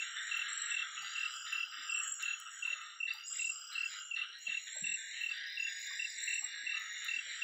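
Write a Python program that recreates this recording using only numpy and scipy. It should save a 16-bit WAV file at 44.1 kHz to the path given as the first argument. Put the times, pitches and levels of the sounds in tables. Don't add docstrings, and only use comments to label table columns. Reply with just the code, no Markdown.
import sys
import numpy as np
from scipy import signal
from scipy.fft import rfft, irfft
from scipy.io import wavfile
from scipy.ndimage import uniform_filter1d

SR = 44100
rng = np.random.default_rng(int(sys.argv[2]) if len(sys.argv) > 2 else 0)


def attenuation_scalar(level_db):
    decades = np.asarray(level_db, float) / 20
    return 10 ** decades


def log_audio(samples):
    frames = np.atleast_2d(samples).T
    limited = np.clip(frames, -1, 1)
    pcm = np.round(limited * 32767).astype(np.int16)
    wavfile.write(sys.argv[1], SR, pcm)


N = 327663
TIME = np.arange(N) / SR


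def add(out, x, t):
    i = int(t * SR)
    first, last = max(i, 0), int(np.clip(i + len(x), 0, N))
    out[first:last] += x[first - i:][:last - first]


def unit(x):
    return x / np.sqrt(np.mean(x ** 2))


def band(x, lo_hz, hi_hz, order=2):
    sos = signal.butter(order, [lo_hz, min(hi_hz, .45 * SR)], "band", fs=SR, output="sos")
    return signal.sosfilt(sos, x)


def walk(rate):
    hold = int(SR / rate)
    steps = np.repeat(rng.standard_normal(N // hold + 1), hold)
    return unit(uniform_filter1d(uniform_filter1d(steps, hold), hold)[:N])


def level_curve(table):
    s, db = np.transpose(table)
    return attenuation_scalar(np.interp(TIME, s, db))


def calls(starts, lengths, levels_db, attack, t60):
    power = np.full(N // 64 + 2, 1e-12)
    t = np.arange(len(power)) * 64 / SR
    for start, length, db in zip(starts, lengths, levels_db):
        swell = np.clip((t - start) / attack + (start <= 0), 0, 1)
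        fade_db = -60 * np.clip(t - start - length, 0, None) / t60
        power += (swell * attenuation_scalar(db + fade_db)) ** 2
    return np.interp(TIME, t, np.sqrt(power))


def foliage(x, t60, wet_db):
    t = np.arange(int(.5 * SR)) / SR
    fade = np.exp(-np.log(1000) * t / t60) * (1 - np.exp(-t / 0.0027))
    tail = rng.standard_normal(len(t)) * fade
    return x + attenuation_scalar(wet_db) * signal.fftconvolve(x, tail / np.sqrt(np.sum(tail ** 2)))[:N]


def wing(phase, overtone, overtone_db):
    return np.sin(phase) + attenuation_scalar(overtone_db) * np.sin(overtone * phase)


def stroke(out, top_s, db, start_hz, end_hz, glide, rise, fall, overtone, overtone_db):
    t = np.arange(int((rise + fall) * SR)) / SR
    rising = np.sin(np.pi / 2 * t / rise)
    falling = np.cos(np.pi / 2 * np.clip((t - rise) / fall, 0, 1)) ** 1.3
    swell = np.where(t < rise, rising, falling) ** 1.5
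    settling = np.exp(-t / glide)
    hz = end_hz + (start_hz - end_hz) * settling
    phase = 2 * np.pi * (np.cumsum(hz) / SR + rng.random())
    add(out, attenuation_scalar(db) * swell * wing(phase, overtone, overtone_db - 25 * settling), top_s - rise)


def trill(hz, rate, sharp, overtone_db, wander_hz):
    beat = rate * (TIME + rng.random()) + .05 * walk(3)
    phase = 2 * np.pi * np.cumsum(hz + wander_hz * walk(12)) / SR
    pulses = np.sin(np.pi * beat) * np.abs(np.sin(np.pi * beat)) ** sharp
    return pulses * wing(phase, 2, overtone_db + 5 * walk(4.4))


def air():
    # (frequency [Hz], density [dB per Hz])
    air_colour = [(25, -32), (60, -3.5), (120, -2), (250, 1), (600, 0), (1000, 1), (2400, 10.5),
                  (4600, -1.5), (5300, -1), (6300, 9.5), (7900, 10.5), (8600, -16), (11000, -13),
                  (15500, -19.5)]
    hz, db = np.transpose(air_colour)
    bins = np.arange(N // 2 + 1) * SR / N + 1
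    hiss = rfft(rng.standard_normal(N)) * attenuation_scalar(np.interp(np.log(bins), np.log(hz), db))
    out = irfft(hiss * (bins < 4000), N)
    for lo_hz in range(4000, 16000, 300):
        patch = irfft(hiss * (bins >= lo_hz) * (bins < lo_hz + 300), N)
        out += attenuation_scalar(4.5 * walk(10)) * patch
    return attenuation_scalar(-70.5) * unit(out)


def far_tree_crickets():
    # (time [s], level [dB])
    far_levels = [
        (0, -62.5),
        (2.9, -65.5),
        (3.3, -58.5),
        (4.8, -58.5),
        (5.5, -68.5),
        (6.1, -60),
        (6.6, -59.5),
        (7.0, -62),
        (7.43, -63),
    ]
    pair = sum(trill(hz, hz / 70, 1.5, -55, 20) for hz in (2790, 2860))
    return level_curve(far_levels) * attenuation_scalar(2.6 * walk(5)) * unit(foliage(pair, 0.34, 0.5))


def steady_trill():
    # (time [s], level [dB])
    steady_levels = [(0.0, -57.5), (1.66, -60), (1.82, -59), (3.06, -62.5), (3.19, -65), (3.21, -63),
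                     (3.79, -60), (4.14, -66.5), (4.16, -59.5), (4.26, -62.5), (5.4, -62), (6.06, -57),
                     (7.43, -59)]
    # (time [s], level [dB])
    late_levels = [
        (6.1, -60),
        (6.31, -79),
        (6.318, -72),
        (7.43, -65.5),
    ]
    near = trill(5657, 48.56, 5., -50, 3)
    neighbour = trill(5640, 97., .5, -50, 14)
    pair = unit(foliage(near + attenuation_scalar(-3.5) * neighbour, 0.18, -16.5))
    late = sum(trill(hz, hz / 50, 1.6, -55, 90) * attenuation_scalar(5 * walk(15)) for hz in (4520, 4640, 4780))
    late = (TIME > late_levels[0][0]) * unit(foliage(late, 0.3, 8))
    return level_curve(steady_levels) * pair + level_curve(late_levels) * late


def frog_pulses(rate):
    voices = np.zeros((6, N))
    for voice in voices:
        own_pace = 1 + .06 * rng.standard_normal()
        period = SR / rate * own_pace * (1 + .025 * rng.standard_normal(int(N / 100)))
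        period *= 1 + .05 * np.resize(walk(6)[::int(SR / rate)], len(period))
        at = np.cumsum(period).astype(int)
        at = at[at < N]
        scatter_db = 3.22 * rng.standard_normal(len(at))
        voice[at] = attenuation_scalar(4.97 * walk(8)[at] + scatter_db)
    return voices


def frogs():
    # (low edge [Hz], high edge [Hz], pulse rate [Hz])
    frog_bands = [
        (1172.4, 1766, 125),
        (2590, 3564, 125),
        (1574, 2747, 182),
        (3454, 4422, 182),
    ]
    far_chorus_db = [
        -76,
        -66,
        -76.5,
        -77.5,
    ]
    # (start [s], length [s], throat level [dB], sac over throat [dB])
    big_croaks = [(0.0, 0.37, -52.5, 1), (0.28, 0.19, -49.5, 0), (0.47, 0.24, -50, 1.5),
                  (0.78, 0.15, -48.5, 3.1), (0.96, 0.28, -50.5, 2.5), (1.24, 0.29, -50, 2),
                  (1.53, 0.44, -51, 3), (1.71, 0.25, -56.5, -2.2), (2.0, 0.076, -48.5, 1.5),
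                  (2.18, 0.21, -50, -0.5), (2.45, 0.29, -54, -0.2), (2.75, 0.18, -52.5, -1),
                  (3.09, 0.11, -58, 5), (3.29, 0.1, -59, -0.5), (3.49, 0.2, -57.5, 2.5),
                  (3.69, 0.25, -53, -0.5), (3.94, 0.097, -54, 0.5), (4.16, 0.12, -52.5, 4),
                  (4.44, 0.091, -65, 12.5), (4.67, 0.16, -60.5, 17.5), (5.12, 0.19, -68, 16.5),
                  (5.3, 0.17, -62, 10), (5.62, 0.16, -69, 12), (5.87, 0.056, -80, 6),
                  (6.15, 0.12, -72, 12.5), (6.41, 0.45, -67, -5.5), (6.73, 0.14, -54.5, -1.5),
                  (6.94, 0.12, -64, 8.5), (7.05, 0.016, -54.5, -10), (7.17, 0.22, -56, 5.5)]
    # (start [s], length [s], throat level [dB], sac over throat [dB])
    small_croaks = [(0.0, 0.12, -46, -3), (0.155, 0.28, -44, -5), (0.444, 0.36, -45.5, -4.5),
                    (0.691, 0.4, -51, -4.5), (1.027, 0.16, -51.5, -1.5), (1.199, 0.068, -48.5, -3.5),
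                    (1.454, 0.1, -49, -3), (1.71, 0.11, -50, -2.5), (1.938, 0.11, -51, -12.5),
                    (2.193, 0.11, -51, -1), (2.42, 0.18, -56, -7), (2.634, 0.27, -52, -1.7),
                    (3.067, 0.069, -49, -1.5), (3.328, 0.08, -55.5, 2), (3.709, 0.13, -52.5, 1.5),
                    (3.895, 0.04, -51.5, -1.3), (4.154, 0.065, -50.5, 2), (4.316, 0.13, -56.5, 1),
                    (4.471, 0.078, -48, 0.2), (4.656, 0.26, -49.5, -1), (4.959, 0.27, -47, -3),
                    (5.291, 0.3, -45, -3.5), (5.656, 0.27, -46, -3.5), (5.858, 0.41, -47.5, -2.5),
                    (6.166, 0.2, -45, -4.5), (6.433, 0.22, -44.5, -3.5), (6.668, 0.25, -45, -4),
                    (6.956, 0.14, -44.5, -2.1), (7.089, 0.25, -46.5, -5), (7.342, 0.081, -48, 0.2)]
    # (throat [Hz], sac [Hz])
    big_rings = [(1401, 3030), (1437, 2980), (1440, 2990), (1463, 3700), (1444, 2970), (1415, 3000),
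                 (1460, 2960), (1476, 2996), (1492, 3000), (1467, 3030), (1467, 3020), (1390, 2870),
                 (1460, 2860), (1480, 3200), (1440, 3040), (1543, 3200), (1496, 3260), (1500, 2990),
                 (1410, 3200), (1670, 7200), (1500, 2800), (1538, 2910), (1570, 2820), (1540, 2780),
                 (1550, 2830), (1500, 2600), (1400, 2870), (1456, 2950), (1520, 3060), (1490, 3060)]
    # (throat [Hz], sac [Hz])
    small_rings = [(1983, 3850), (1783, 3760), (1833, 3980), (1840, 3760), (1800, 3910), (1840, 3800),
                   (1760, 3910), (1700, 3710), (1810, 4300), (1820, 4060), (1750, 3700), (1860, 3870),
                   (1950, 3870), (2260, 3920), (1840, 4200), (1980, 3940), (1990, 3770), (1870, 4100),
                   (1950, 3880), (1870, 3810), (1867, 3800), (1764, 3770), (1970, 3820), (1830, 3780),
                   (1912, 3884), (1850, 3760), (1897, 3800), (1860, 3800), (1854, 3820), (1870, 3840)]
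    out = np.zeros(N)
    pulses = [frog_pulses(frog_bands[0][2]), frog_pulses(frog_bands[2][2])]
    leaning = [walk(9), walk(9)]
    for k, (lo_hz, hi_hz, _) in enumerate(frog_bands):
        kind, is_sac = k // 2, k % 2
        start, length, throat_db, sac_db = np.transpose((big_croaks, small_croaks)[kind])
        gain = calls(start, length, throat_db + is_sac * sac_db - 1.32, attack=0.014, t60=0.53)
        croak = np.searchsorted(start, TIME, "right") - 1
        rings = np.array((big_rings, small_rings)[kind], float)
        ring_hz = uniform_filter1d(rings[croak, is_sac], size=900)
        climb = 1 - 0.074 * np.exp(-(TIME - start[croak]) / 0.074)
        lead_hz = ring_hz * climb * (1 + 0.022 * leaning[kind])
        span, chorus = hi_hz - lo_hz, 0
        for voice, hz in zip(pulses[kind], np.linspace(lo_hz, hi_hz, 8)[1:-1]):
            share = attenuation_scalar(-45 * np.abs(hz - lead_hz) / span)
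            chorus = chorus + share * band(voice, hz - 0.18 * span, hz + 0.2 * span)
        chorus = band(foliage(chorus, 0.19, 1.0), lo_hz, hi_hz, order=6)
        chorus /= np.sqrt(uniform_filter1d(chorus ** 2, int(.2 * SR)) + 1e-12)
        out += np.hypot(gain, attenuation_scalar(far_chorus_db[k])) * chorus
    return out


def drips():
    # (time [s], peak [dB], duller part [dB], hissing tail [dB])
    leaf_ticks = [(0.3732, -54.5, -5, -22), (0.721, -61, -20, -29), (1.0234, -60, 4, -20),
                  (1.328, -64.5, -27, -18), (1.528, -50, -15.5, -25), (1.865, -67, -34, -18.5),
                  (2.0772, -61, -33.5, -17), (2.2252, -50.5, 7, -29), (2.4, -47, -9, -38.5),
                  (2.5262, -71.5, -9, -22), (2.668, -63.5, -20.5, -18.5), (2.818, -66.5, -31, -29),
                  (3.1368, -55.5, -9, -22), (3.6014, -66.5, -18, -19), (3.7275, -60.5, -17, -21),
                  (3.937, -66.5, -27.5, -39), (4.3876, -63, -2.5, -25), (4.757, -62.5, -9, -32.5),
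                  (5.062, -67.5, -39, -21.5), (5.212, -64, -14.5, -13), (5.3674, -66.5, -1.5, -31.5),
                  (5.798, -56.5, -13, -19.5), (5.8678, -57.5, -20, -29.5), (6.1034, -69, -7.5, -34.5),
                  (6.417, -62.5, -5.5, -20), (6.797, -58.5, -10.5, -24.5), (6.929, -58.5, -15.5, -32),
                  (7.0472, -48, -1, -30)]
    # (time [s], peak [dB], ring [Hz])
    dull_rings = [(0.258, -74, 806), (0.387, -62.5, 825), (0.996, -66, 166), (1.022, -59, 800),
                  (1.35, -73, 730), (1.552, -62, 996), (1.672, -69.5, 830), (1.773, -64, 288),
                  (2.076, -89, 1010), (2.274, -72, 730), (2.313, -74, 884), (2.666, -57.5, 1010),
                  (2.713, -61, 564), (3.302, -64, 1200), (3.145, -59, 850), (3.391, -75, 506),
                  (3.583, -70, 715), (4.469, -60.5, 650), (4.756, -54.5, 587), (4.819, -51, 182),
                  (4.881, -57, 178), (5.162, -70.5, 660), (5.403, -75, 738), (5.903, -58, 1094),
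                  (6.412, -60.5, 780), (6.421, -57, 770), (6.629, -71.5, 266), (7.164, -70, 248),
                  (7.264, -64, 533),
                  (.385, -67, 564), (6.78, -58.5, 1190), (4.29, -74, 403), (4.475, -65, 199),
                    (4.753, -59.5, 830), (4.826, -68, 272), (5.3, -52, 1274), (6.55, -57.5, 1220),
                    (6.97, -61, 1300), (7.058, -56, 1300), (6.418, -67, 282), (6.421, -53.5, 1156)]
    out, t = np.zeros(N), np.arange(int(.3 * SR)) / SR
    for at, db, dull_db, tail_db in leaf_ticks:
        fade = np.exp(-t / .0005) + attenuation_scalar(tail_db) * np.exp(-(t / 0.083) ** 1.3)
        burst = rng.standard_normal(len(t)) * fade
        patches = np.repeat(rng.standard_normal(40), 200)
        patches = uniform_filter1d(patches, size=150)[:len(t) // 2 + 1]
        burst = irfft(rfft(burst) * attenuation_scalar(4 * patches), len(t)) * (t < .25)
        bright = band(burst, 10870, 19000, order=4)
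        dull = band(burst, 4100, 8800)
        add(out, attenuation_scalar(db + 11.5) * (bright + attenuation_scalar(dull_db) * dull), at)
    snap = rng.standard_normal(len(t)) * np.exp(-t / 0.003)
    add(out, attenuation_scalar(-29) * band(snap, 1200, 2200), 3.937)
    for at, db, hz in dull_rings:
        t60 = 0.19 * (600 / hz) ** 0.12
        body = unit(band(rng.standard_normal(len(t)), hz - 30 - 0.01 * hz, hz + 30 + 0.048 * hz))
        ring = body * np.exp(-np.log(1000) * t / t60) * (1 - np.exp(-t * hz / 0.44))
        add(out, attenuation_scalar(db - 3.0) * ring, at)
    return out


def near_field_cricket():
    # (first stroke top [s], strokes, spacing [ms], level [dB])
    near_chirps = [
        (0.4923, 7, 43.4, -31),
        (1.904, 7, 44.3, -30),
        (3.287, 7, 43.2, -30.5),
        (4.731, 6, 42.6, -31),
        (6.189, 6, 52, -30),
    ]
    out = np.zeros(N)
    for start, strokes, ms, db in near_chirps:
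        for k in range(round(strokes)):
            weak_db = -6.5 * (k == 0) - 12 * (k == 6)
            stroke_db = db - 3 + weak_db - 1.5 * rng.standard_normal()
            stroke(out, start + k * ms / 1000 - .0015, stroke_db, 7630, 7655, glide=.006,
                   rise=.0085, fall=.008, overtone=2, overtone_db=-40)
    return foliage(out, .15, -9)


def field_crickets():
    group_hz = [
        6860,
        7060,
        7290,
        7530,
        7720,
    ]
    # (start [s], length [s], level [dB])
    lowest = [(0.0, 0.036, -50), (0.203, 0.27, -61.5), (0.898, 0.25, -51), (1.336, 0.18, -61),
              (2.012, 0.35, -49.5), (2.495, 0.27, -52.5), (3.224, 0.25, -51.5), (3.822, 0.21, -54.5),
              (4.391, 0.28, -51.5), (4.954, 0.29, -59), (5.586, 0.26, -49), (6.065, 0.28, -56.5),
              (6.749, 0.34, -52), (7.279, 0.085, -60)]
    # (start [s], level [dB])
    low = [(.2, -51.5), (.7, -57.5), (1.31, -51.5), (1.97, -63.5), (2.49, -56.5), (3.25, -52.5),
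           (3.84, -53.5), (4.57, -59), (4.99, -59.5), (5.8, -64), (6.07, -56.5), (6.9, -57), (7.23, -61)]
    # (start [s], length [s], level [dB])
    middle = [(0.0, 0.22, -66), (0.48, 0.32, -55), (1.059, 0.38, -56), (1.801, 0.44, -51),
              (2.969, 0.17, -61), (3.251, 0.27, -48.5), (3.87, 0.19, -54), (4.65, 0.35, -53),
              (5.08, 0.19, -60), (5.799, 0.29, -51.5), (6.169, 0.19, -49.5), (6.7, 0.37, -68.5),
              (6.95, 0.63, -55.5)]
    # (start [s], length [s], level [dB])
    high = [(0.0, 0.37, -53.5), (0.48, 0.23, -46), (0.84, 0.23, -61), (1.227, 0.25, -59),
            (1.659, 0.37, -57.5), (1.899, 0.2, -44), (2.41, 0.25, -66.5), (2.79, 0.14, -60),
            (3.252, 0.31, -46), (3.639, 0.41, -65.5), (4.37, 0.36, -61), (4.73, 0.25, -45.5),
            (5.062, 0.26, -57.5), (5.659, 0.6, -67), (6.19, 0.24, -46.5), (6.529, 0.17, -54),
            (7.24, 0.32, -56)]
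    # (start [s], level [dB])
    highest = [
        (0.069, -58.5),
        (1.14, -58),
        (2.38, -56.5),
        (3.6, -55.5),
        (4.42, -68),
        (5.061, -66.5),
        (5.94, -56.5),
        (7.141, -59.5),
    ]
    low, highest = ([(s, 0.24, db) for s, db in chirps] for chirps in (low, highest))
    out = np.zeros(N)
    for chirps, hz in zip((lowest, low, middle, high, highest), group_hz):
        group = 0
        for off_hz in (-28, 28):
            throb = .6 + np.cos(np.pi * 23. * (TIME + rng.random())) ** 2
            group = group + throb * trill(hz + off_hz, 95.0 + off_hz / 40, 0.3, -34.0, 25.04)
        gain = attenuation_scalar(-2.5) * calls(*np.transpose(chirps), attack=0.036, t60=0.53)
        out += gain * unit(foliage(group, 0.018, 0.56))
    return out


def rising_trill():
    # (first pulse top [s], pulses, spacing [ms], level [dB])
    trills = [
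        (1.0232, 32, 28.64, -49),
        (3.0993, 32, 28.76, -49),
        (5.297, 30, 28.67, -49),
    ]
    lazy_hz = [
        4640,
        4770,
        4740,
        4820,
        4820,
        4880,
    ]
    out, overtone = np.zeros(N), np.zeros(N)
    for start, pulses, ms, db in trills:
        for k in range(round(pulses)):
            at, pulse_db = start + k * ms / 1000, db + 1.5 * rng.standard_normal()
            if k < len(lazy_hz):
                stroke(out, at - .002, pulse_db - 3 * (k == 0), lazy_hz[k] - 90, lazy_hz[k] + 40,
                       glide=.006, rise=.005, fall=.008, overtone=3, overtone_db=-50)
            else:
                stroke(out, at + .002, pulse_db - 1, 4560, 5110,
                       glide=.0055, rise=.009, fall=.010, overtone=3, overtone_db=-40)
                stroke(overtone, at + .002, pulse_db, 14850, 15150,
                       glide=.004, rise=.005, fall=.006, overtone=1, overtone_db=-60)
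    return attenuation_scalar(1.0) * foliage(out, .18, -5) + attenuation_scalar(-16.5) * foliage(overtone, 0.1, -11)


def tree_cricket():
    # (first pulse top [s], pulses, spacing [ms])
    tree_chirps = [(-0.0775, 5, 25.6), (0.3197, 5, 25.28), (0.7194, 5, 25.8), (1.1598, 5, 25.26),
                   (1.532, 5, 25.72), (1.8991, 5, 25.74), (2.2345, 5, 25.68), (2.6299, 5, 25.81),
                   (3.0086, 5, 25.48), (3.3979, 5, 25.36), (3.7592, 5, 25.82), (4.1172, 5, 25.66),
                   (4.4733, 5, 25.55), (4.8452, 5, 25.57), (5.2147, 5, 25.71), (5.5774, 5, 25.57),
                   (5.9999, 3, 25.34), (6.2817, 5, 25.51), (6.6725, 5, 25.37), (7.0898, 5, 25.7),
                   (7.424, 1, 25.6)]
    out = np.zeros(N)
    for start, pulses, ms in tree_chirps:
        for k in range(round(pulses)):
            slip_db, slip_hz = rng.standard_normal(2)
            top_s = start + k * ms / 1000 - .0016
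            stroke(out, top_s, .8 * slip_db, 2815 + 15 * slip_hz, 2600, glide=.013,
                   rise=.006, fall=.0165, overtone=3, overtone_db=-28)
    return attenuation_scalar(-43.5) * unit(foliage(out, 0.11, -11))


def scene():
    far = air() + far_tree_crickets() + steady_trill() + frogs()
    near = drips() + near_field_cricket() + field_crickets() + rising_trill() + tree_cricket()
    return (far + near)[None]


def denoise(x, strength, floor_db):
    hz, _, cells = signal.stft(x, SR, nperseg=1024, noverlap=768)
    hz = hz[:, None]
    power = uniform_filter1d(uniform_filter1d(np.abs(cells) ** 2, size=3, axis=0), size=5, axis=1)
    steady = uniform_filter1d(np.percentile(power, 25, axis=1), size=9)[:, None] * (hz > 1100)
    gain = np.clip(1 - strength * steady / (power + 1e-18), attenuation_scalar(2 * floor_db), 1) ** .5
    loud = np.max(power[(hz[:, 0] > 6500) & (hz[:, 0] < 7900)], axis=0)
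    mask = loud * attenuation_scalar(2 * (-35 - 7 * (hz - 8000) / 1000))
    gain *= (uniform_filter1d(power, size=9, axis=0) > mask) | (hz < 7950)
    return signal.istft(cells * gain, SR, nperseg=1024, noverlap=768)[1][:N]


def roll_off(x):
    return signal.sosfilt(signal.butter(12, 16190, fs=SR, output="sos"), x)


def record(dry):
    top_cut = signal.ellip(10, .2, 60, 15680, fs=SR, output="sos")
    clean = denoise(dry[0], strength=0.37, floor_db=-3.5)
    mix = signal.sosfilt(top_cut, clean)[None]
    return roll_off(mix)


dry = scene()
out = record(dry)
log_audio(out)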